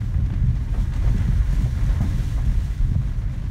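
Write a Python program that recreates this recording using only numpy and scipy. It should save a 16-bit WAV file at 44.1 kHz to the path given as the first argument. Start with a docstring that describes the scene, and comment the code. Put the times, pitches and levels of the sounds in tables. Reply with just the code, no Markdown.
"""Inside the cab of a pickup truck crawling along a muddy, rutted track.
From the start: engine throb and clatter (pulses and noise per firing), body boom (noise in two bass bands)
and tyres in mud (noise and random impacts). Soon grit ticks (filtered bursts), loose trim knocks and ruts
thump (ringing modes). Around halfway the mud grows louder and its spray swells; then it dies away."""
import sys
import numpy as np
from scipy import signal
from scipy.fft import rfft, irfft
from scipy.io import wavfile
from scipy.ndimage import uniform_filter1d, minimum_filter1d

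SR = 44100
rng = np.random.default_rng(int(sys.argv[2]) if len(sys.argv) > 2 else 0)


def file_out(sig):
    """Save sig as 16-bit WAV at sys.argv[1]."""
    # one column per channel
    cols = np.atleast_2d(sig).T
    # limit, then scale
    lim = np.clip(cols, -1, 1)
    pcm = np.round(lim * 32767).astype(np.int16)
    wavfile.write(sys.argv[1], SR, pcm)


N = 154350

# Engine speed before wander: t/s, firing rate/Hz
FIRING_RATE = [(0, 49.5), (.6, 50), (1.3, 49.7), (2.7, 48.5), (3.5, 49)]
# Exhaust spectrum in the cab: f/Hz, relative level/dB
EXHAUST_SPECTRUM = [(25, -83), (45, 9.5), (90, -0.5), (130, 0.5), (180, -8.5), (280, -11.5), (450, -39),
                    (900, -64)]
# Combustion clatter through the bulkhead: f/Hz, relative level/dB
CLATTER_SPECTRUM = [(250, 11), (400, 0.5), (550, 7), (800, 4), (1100, 5), (1350, 0), (1750, 1.5), (2100, 0),
                    (2600, -4.5), (4000, -8), (8000, -21.5), (15000, -57)]
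EXHAUST_DB, CLATTER_DB = -35, -50
FIRING_SCATTER_DB, LOPE_DB = 3, 1.5  # lope: clatter alternates +/- LOPE_DB
REV_WANDER_FRACTION, CLATTER_DECAY_CYCLES = .015, 1.8

# Boom of the body on rough ground: f/Hz, relative level/dB
BOOM_SPECTRUM = [(16, -39), (24, -6.5), (30, -2), (38, 0), (52, 1), (68, -6.5), (82, -3.5), (100, -7),
                 (128, -7), (150, -15.5), (200, -21), (230, -26.5), (295, -28), (335, -40.5), (400, -36.5),
                 (460, -48), (1200, -83)]
# Deep bass before DEEP_OFFSET_DB: t/s, level/dB
DEEP_LEVEL_DB = [(0, -27), (.17, -21.5), (.33, -25), (.47, -18), (.7, -24), (.79, -19.5), (.89, -23),
                 (1.09, -15.5), (1.26, -27.5), (1.37, -12), (1.5, -19), (1.65, -17.5), (1.74, -27),
                 (1.86, -18), (1.97, -17.5), (2.02, -24), (2.11, -18), (2.25, -24.5), (2.54, -16),
                 (2.72, -27.5), (2.84, -13), (2.95, -25.5), (3.06, -22.5), (3.2, -22.5), (3.5, -30)]
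# Upper bass before UPPER_OFFSET_DB: t/s, level/dB
UPPER_LEVEL_DB = [(0, -21.5), (.1, -27), (.21, -21), (.33, -25), (.47, -28), (.68, -27.5), (.83, -25.5),
                  (.98, -27), (1.13, -20.5), (1.34, -23.5), (1.45, -31), (1.62, -23), (1.95, -27),
                  (2.12, -23), (2.24, -26), (2.48, -25.5), (2.74, -31), (2.87, -25.5), (3.1, -29),
                  (3.5, -27.5)]
BOOM_SPLIT_HZ, DEEP_OFFSET_DB, UPPER_OFFSET_DB = 68.4, -3, -1.5

# Tyres in mud, before offsets and flicker: t/s, churn level/dB, spray level/dB
MUD_LEVELS_DB = [(0, -51.5, -56.5), (.2, -51.5, -61.5), (.6, -51.5, -60), (.8, -48.5, -53.5),
                 (.9, -47, -57.5), (1.08, -44, -52.5), (1.25, -44.5, -52.5), (1.45, -44.5, -54),
                 (1.63, -44.5, -51), (1.74, -47, -53), (1.97, -41.5, -51.5), (2.1, -45.5, -49.5),
                 (2.3, -47, -49.5), (2.43, -46, -54), (2.68, -48, -52.5), (2.85, -51.5, -57),
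                 (3.1, -51, -58.5), (3.3, -49.5, -60.5), (3.5, -56.5, -59)]
# Churning mud: f/Hz, relative level/dB
CHURN_SPECTRUM = [(150, -23), (350, -5), (470, -2.5), (560, -1), (700, -2.5), (850, -8), (1080, -3.5),
                  (1280, -3), (1700, -1), (2100, -2), (2600, -12), (3500, -15), (6000, -45)]
# Spray, steady hiss and drops alike: f/Hz, relative level/dB
SPRAY_SPECTRUM = [(1200, -29), (2200, 0.5), (3300, 2.5), (4300, 0.5), (4900, -3.5), (5600, 0.5), (6600, -1),
                  (7700, -5), (9500, -5.5), (10300, -10.5), (11500, -8.5), (13000, -12), (15700, -14)]
# Floor and wheel arches: f/Hz, relative level/dB, t60/s
FLOOR_MODES = [(400, 4, 0.031), (547, -4.5, 0.097), (730, -18, 0.032), (939, -3, 0.089), (1087, 2, 0.035),
               (1237, -8, 0.073), (1463, -8, 0.084), (1708, -3, 0.058), (2055, -2, 0.023),
               (2444, -7.5, 0.069)]
# Spray swells as tyres run through puddles: t/s, rise of level/dB, length/s
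SPLASH_SWELLS = [(1.385, 2.5, 0.061), (1.5, 2.5, .12), (1.626, 2.5, .07)]
CHURN_OFFSET_DB, PANEL_DB, SPRAY_OFFSET_DB, DROPS_DB = -2.5, -5, -0.5, -9
CHURN_FLICKER_DB, SPRAY_FLICKER_DB = 0.92, 1
CLODS_DB, CLODS_PER_S, CLOD_SPREAD_DB, CLOD_T60_S = -4.5, 170, 0.9, .02
DROPS_PER_S, DROP_SPREAD_DB = 700, 5

# Grit and mud ticking on the body: t/s, level/dB, t60/s, tilt/(dB per octave)
TICK_EVENTS = [(.047, -63, 0.093, 10), (.256, -46.5, .05, 2.5), (.297, -36.5, 0.039, -3.5),
               (.332, -43.5, 0.082, 0.5), (.464, -56, 0.024, 7), (.548, -53, .04, 5),
               (.737, -36, 0.19, -6.5), (0.932, -43, 0.084, 4.5), (.956, -52, .1, 11),
               (1.07, -35, 0.15, -6), (1.176, -41, .025, 4), (1.216, -43, 0.12, -1),
               (1.274, -56, 0.086, -5), (2.008, -46, 0.15, 12), (2.948, -39.5, .05, -7),
               (3.087, -49, 0.054, -2)]
# Tick before tilt: f/Hz, relative level/dB
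TICK_SPECTRUM = [(400, 5.5), (1000, 6.5), (1700, 6), (3200, 0), (4900, -9.5), (6200, -9), (9000, -21),
                 (15000, -35)]
TICK_ATTACK_S = .007
GRAIN_SHARE, GRAINS_PER_S, GRAIN_SPREAD_DB = .2, 2000, 2  # share is of power, in ticks and knocks

# Loose trim knocking and scraping: t/s, level/dB, rise/s, t60/s, tilt/(dB per octave)
KNOCK_EVENTS = [(.135, -44.5, 0.0086, 0.065, 8), (.175, -43, 0.0098, 0.14, -8), (.731, -46, 0.015, 0.1, -5),
                (.77, -45, 0.01, 0.066, 1), (1.04, -33, 0.0068, 0.063, -11.5), (1.064, -41, 0.0092, .14, 2),
                (1.521, -40.5, .008, .06, 10), (1.645, -36, .016, .09, -10.5),
                (2.001, -28.5, 0.0073, .075, -1.5), (2.025, -41.5, .007, 0.22, 3),
                (2.372, -35.5, .014, 0.072, -0.5)]
# Loose trim resonances: f/Hz, relative level/dB, t60/s
TRIM_RESONANCES = [(562, -2, 0.095), (600, -3, 0.056), (685, 2.5, .035), (773, 3.5, 0.035), (844, 2, .018),
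                   (930, -6, 0.024), (1023, 1.5, 0.033), (1254, -3.5, 0.03), (1670, -12, .01)]
# Softness of the trim contact, before tilt: f/Hz, relative level/dB
KNOCK_SPECTRUM = [(150, -6), (450, 0), (700, 2.5), (1200, 5.5), (2000, 0.5), (5000, -19)]
SCRAPE_DB = -4.5  # relative to the trim ringing

# Ruts thumping the suspension: t/s, peak level/dB, most excited f/Hz, t60/s
THUMP_EVENTS = [(.185, -13, 87, .14), (.228, -28.5, 180, 0.24), (0.331, -23, 225, 0.077),
                (0.411, -14, 66, 0.38), (0.437, -12, 119, 0.57), (0.782, -20.5, 195, 0.22),
                (0.826, -23, 172, 0.11), (1.105, -21, 104, 0.11), (1.145, -16, 178, 0.066),
                (1.202, -19, 110, 0.27), (1.285, -8, 129, 0.18), (1.53, -14, 110, 0.045),
                (1.596, -22.5, 202, 0.18), (1.679, -15.5, 110, 0.06), (1.83, -18, 113, 0.11),
                (2.005, -9, 161, 0.17), (2.024, -18.5, 124, 0.085), (2.043, -16.5, 206, 0.12),
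                (2.464, -20.5, 186, 0.17), (2.636, -18, 105, 0.14), (2.878, -19.5, 87, 0.095),
                (2.916, -13.5, 139, 0.044), (2.959, -6.5, 92, 0.19)]
# Cab resonances before detuning: f/Hz, relative level/dB
CAB_RESONANCES = [(60, 9.5), (76, 3.5), (87, 2), (110, 6), (130, 7), (152, -3), (178, 2), (200, -1.5),
                  (228, -7), (285, -1.5)]
THUMP_FOCUS_DB = 21  # loss one octave from the excited f; grows as octaves squared
THUMP_RISE_S, THUMP_DETUNE_FRACTION = 0.00561, 0.029  # the springs soften each blow

LOW_CUT_HZ, TOP_HZ = 20, 15700
LIMIT_DB, LIMIT_HOLD_S, FADE_IN_S = -9.2, .02, .008


def undb(db):
    """Decibels to gain."""
    return 10 ** (np.asarray(db) / 20)


def unit(x):
    """Scale to rms 1."""
    return x / np.sqrt(np.mean(x ** 2))


def curve(table, axis=1):
    """One column of a time table, joined by straight lines."""
    rows = np.array(table)
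    return np.interp(np.arange(N) / SR, rows[:, 0], rows[:, axis])


def colour(x, points, tilt_db=0):
    """Filter by (f/Hz, level/dB) points plus a tilt per octave from the first point; rms 1."""
    octave = np.log2(np.maximum(np.arange(N // 2 + 1) * SR / N, 1))
    hz, db = np.array(points).T
    tilted_db = db + tilt_db * np.log2(hz / hz[0])
    gain = undb(np.interp(octave, np.log2(hz), tilted_db))
    return unit(irfft(rfft(x) * gain, N))


def noise():
    """White noise."""
    return rng.standard_normal(N)


def walk(points_per_s):
    """Random wander in straight segments, spread near 1."""
    points = rng.standard_normal(1000)
    return 1.2 * np.interp(np.arange(N) / SR * points_per_s, np.arange(1000), points)


def ringing(modes):
    """Half-second impulse response: a sum of decaying sines."""
    t = np.arange(SR // 2) / SR
    return sum(undb(db - 60 * t / t60) * np.sin(2 * np.pi * hz * t) for hz, db, t60 in modes)


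def burst(start_s, rise_s, t60_s):
    """Envelope with a straight rise and an exponential fall."""
    age = np.arange(N) / SR - start_s
    fall = np.exp(-np.log(1000) * np.maximum(age - rise_s, 0) / t60_s)
    return np.clip(age / rise_s, 0, 1) * fall


def particles(per_s, spread_db):
    """Random impacts with exponentially spread dB sizes, capped at four spreads."""
    size_db = spread_db * np.minimum(rng.exponential(size=N), 4)
    return (rng.random(N) < per_s / SR) * undb(size_db)


def gritty():
    """Rough contact: fine friction noise mixed with separate grains of random sign."""
    grains = unit(particles(GRAINS_PER_S, GRAIN_SPREAD_DB) * np.sign(noise()))
    return np.sqrt(1 - GRAIN_SHARE) * noise() + np.sqrt(GRAIN_SHARE) * grains


def engine():
    """Uneven firings pulse the exhaust; each restarts a decaying clatter, alternately strong and weak."""
    rate_hz = curve(FIRING_RATE) * (1 + REV_WANDER_FRACTION * walk(6))
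    cycles = np.cumsum(rate_hz) / SR
    firing = cycles.astype(int)
    size = undb(FIRING_SCATTER_DB * rng.standard_normal(size=400))[firing]
    exhaust = colour(np.diff(firing, prepend=0) * size, EXHAUST_SPECTRUM)
    lope = undb(LOPE_DB * np.cos(np.pi * firing))
    decay = np.exp(-(cycles - firing) / CLATTER_DECAY_CYCLES)
    clatter = colour(noise() * size * lope * decay, CLATTER_SPECTRUM)
    return undb(EXHAUST_DB) * exhaust + undb(CLATTER_DB) * clatter


def body():
    """Rough ground shakes the cab without pause: a deep sway and a rumble above it."""
    shake = colour(noise(), BOOM_SPECTRUM)
    deep_db = DEEP_OFFSET_DB + curve(DEEP_LEVEL_DB)
    upper_db = UPPER_OFFSET_DB + curve(UPPER_LEVEL_DB)
    out = 0
    for kind, level_db in (("low", deep_db), ("high", upper_db)):
        split = signal.butter(2, BOOM_SPLIT_HZ, kind, fs=SR, output="sos")
        band = signal.sosfiltfilt(split, shake, padtype="even")
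        local_rms = np.sqrt(uniform_filter1d(band ** 2, size=5000))
        out = out + band / local_rms * undb(level_db)  # level the band, then impose its curve
    return out


def mud():
    """Tyres churn mud and crush clods, ringing the floor panels; they fling a spray of hiss and drops."""
    clod = burst(0, 1 / SR, CLOD_T60_S)
    crush = signal.fftconvolve(particles(CLODS_PER_S, CLOD_SPREAD_DB), clod)[:N]
    grind = noise() + undb(CLODS_DB) * unit(crush * noise())
    panels = unit(signal.fftconvolve(grind, ringing(FLOOR_MODES))[:N])
    churn = colour(grind, CHURN_SPECTRUM) + undb(PANEL_DB) * panels
    churn_db = curve(MUD_LEVELS_DB, axis=1) + CHURN_OFFSET_DB + CHURN_FLICKER_DB * walk(29.7)

    drops = particles(DROPS_PER_S, DROP_SPREAD_DB) * np.sign(noise())
    hiss = undb(SPRAY_OFFSET_DB) * colour(noise(), SPRAY_SPECTRUM)
    spray = hiss + undb(DROPS_DB) * colour(drops, SPRAY_SPECTRUM)
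    spray_db = curve(MUD_LEVELS_DB, axis=2) + splashes() + SPRAY_FLICKER_DB * walk(21.92)
    return churn * undb(churn_db) + spray * undb(spray_db)


def ticks():
    """Grit and blobs of mud hit the body: short splats of rough contact, each with its own tilt."""
    grit = gritty()
    out = 0
    for start, db, t60, tilt in TICK_EVENTS:
        out = out + colour(grit, TICK_SPECTRUM, tilt) * undb(db) * burst(start, TICK_ATTACK_S, t60)
    return out


def knocks():
    """Loose trim scrapes and chatters: rough contact rings its modes, some pieces duller than others."""
    contact = gritty()
    ring = unit(signal.fftconvolve(contact, ringing(TRIM_RESONANCES))[:N])
    chatter = ring + undb(SCRAPE_DB) * colour(contact, KNOCK_SPECTRUM)
    out = 0
    for start, db, rise, t60, tilt in KNOCK_EVENTS:
        out = out + colour(chatter, KNOCK_SPECTRUM, tilt) * undb(db) * burst(start, rise, t60)
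    return out


def thumps():
    """Each rut gives the cab a soft blow: broad ruts ring its lowest modes, sharp edges the higher ones."""
    hz, db = np.array(CAB_RESONANCES).T
    out = 0
    for start, peak_db, focus_hz, t60 in THUMP_EVENTS:
        age = np.clip(np.arange(N) / SR - start, 0, None)
        heard = (age > 0) & (age < t60)
        tuned_hz = hz * (1 + THUMP_DETUNE_FRACTION * rng.standard_normal(len(hz)))
        mode_gain = undb(db - THUMP_FOCUS_DB * np.log2(hz / focus_hz) ** 2)
        ring = np.zeros(N)
        ring[heard] = mode_gain @ np.sin(2 * np.pi * np.outer(tuned_hz, age[heard]))
        ring = ring * burst(start, THUMP_RISE_S, t60)
        out = out + undb(peak_db) * ring / np.abs(ring).max()
    return out


def splashes():
    """Puddles swell the spray: bell-shaped rises in dB."""
    t = np.arange(N) / SR
    return sum(db * np.exp(-(2 * (t - at) / length) ** 2) for at, db, length in SPLASH_SWELLS)


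def scene():
    """Sum of all sources, one channel."""
    return (engine() + body() + mud() + ticks() + knocks() + thumps())[None]


def record(dry):
    """Fade in, cut the lowest bass, limit the peaks, cut the very top."""
    opened = dry * np.minimum(np.arange(N) / SR / FADE_IN_S, 1)
    low_cut = signal.butter(4, LOW_CUT_HZ, "high", fs=SR, output="sos")
    thinned = signal.sosfilt(low_cut, opened)
    hold = int(LIMIT_HOLD_S * SR)
    needed_gain = 1 / np.maximum(np.abs(thinned) / undb(LIMIT_DB), 1)
    gain = uniform_filter1d(minimum_filter1d(needed_gain, hold), hold)
    top_cut = signal.ellip(10, .2, 80, TOP_HZ, fs=SR, output="sos")
    return signal.sosfilt(top_cut, thinned * gain)


dry = scene()
out = record(dry)
file_out(out)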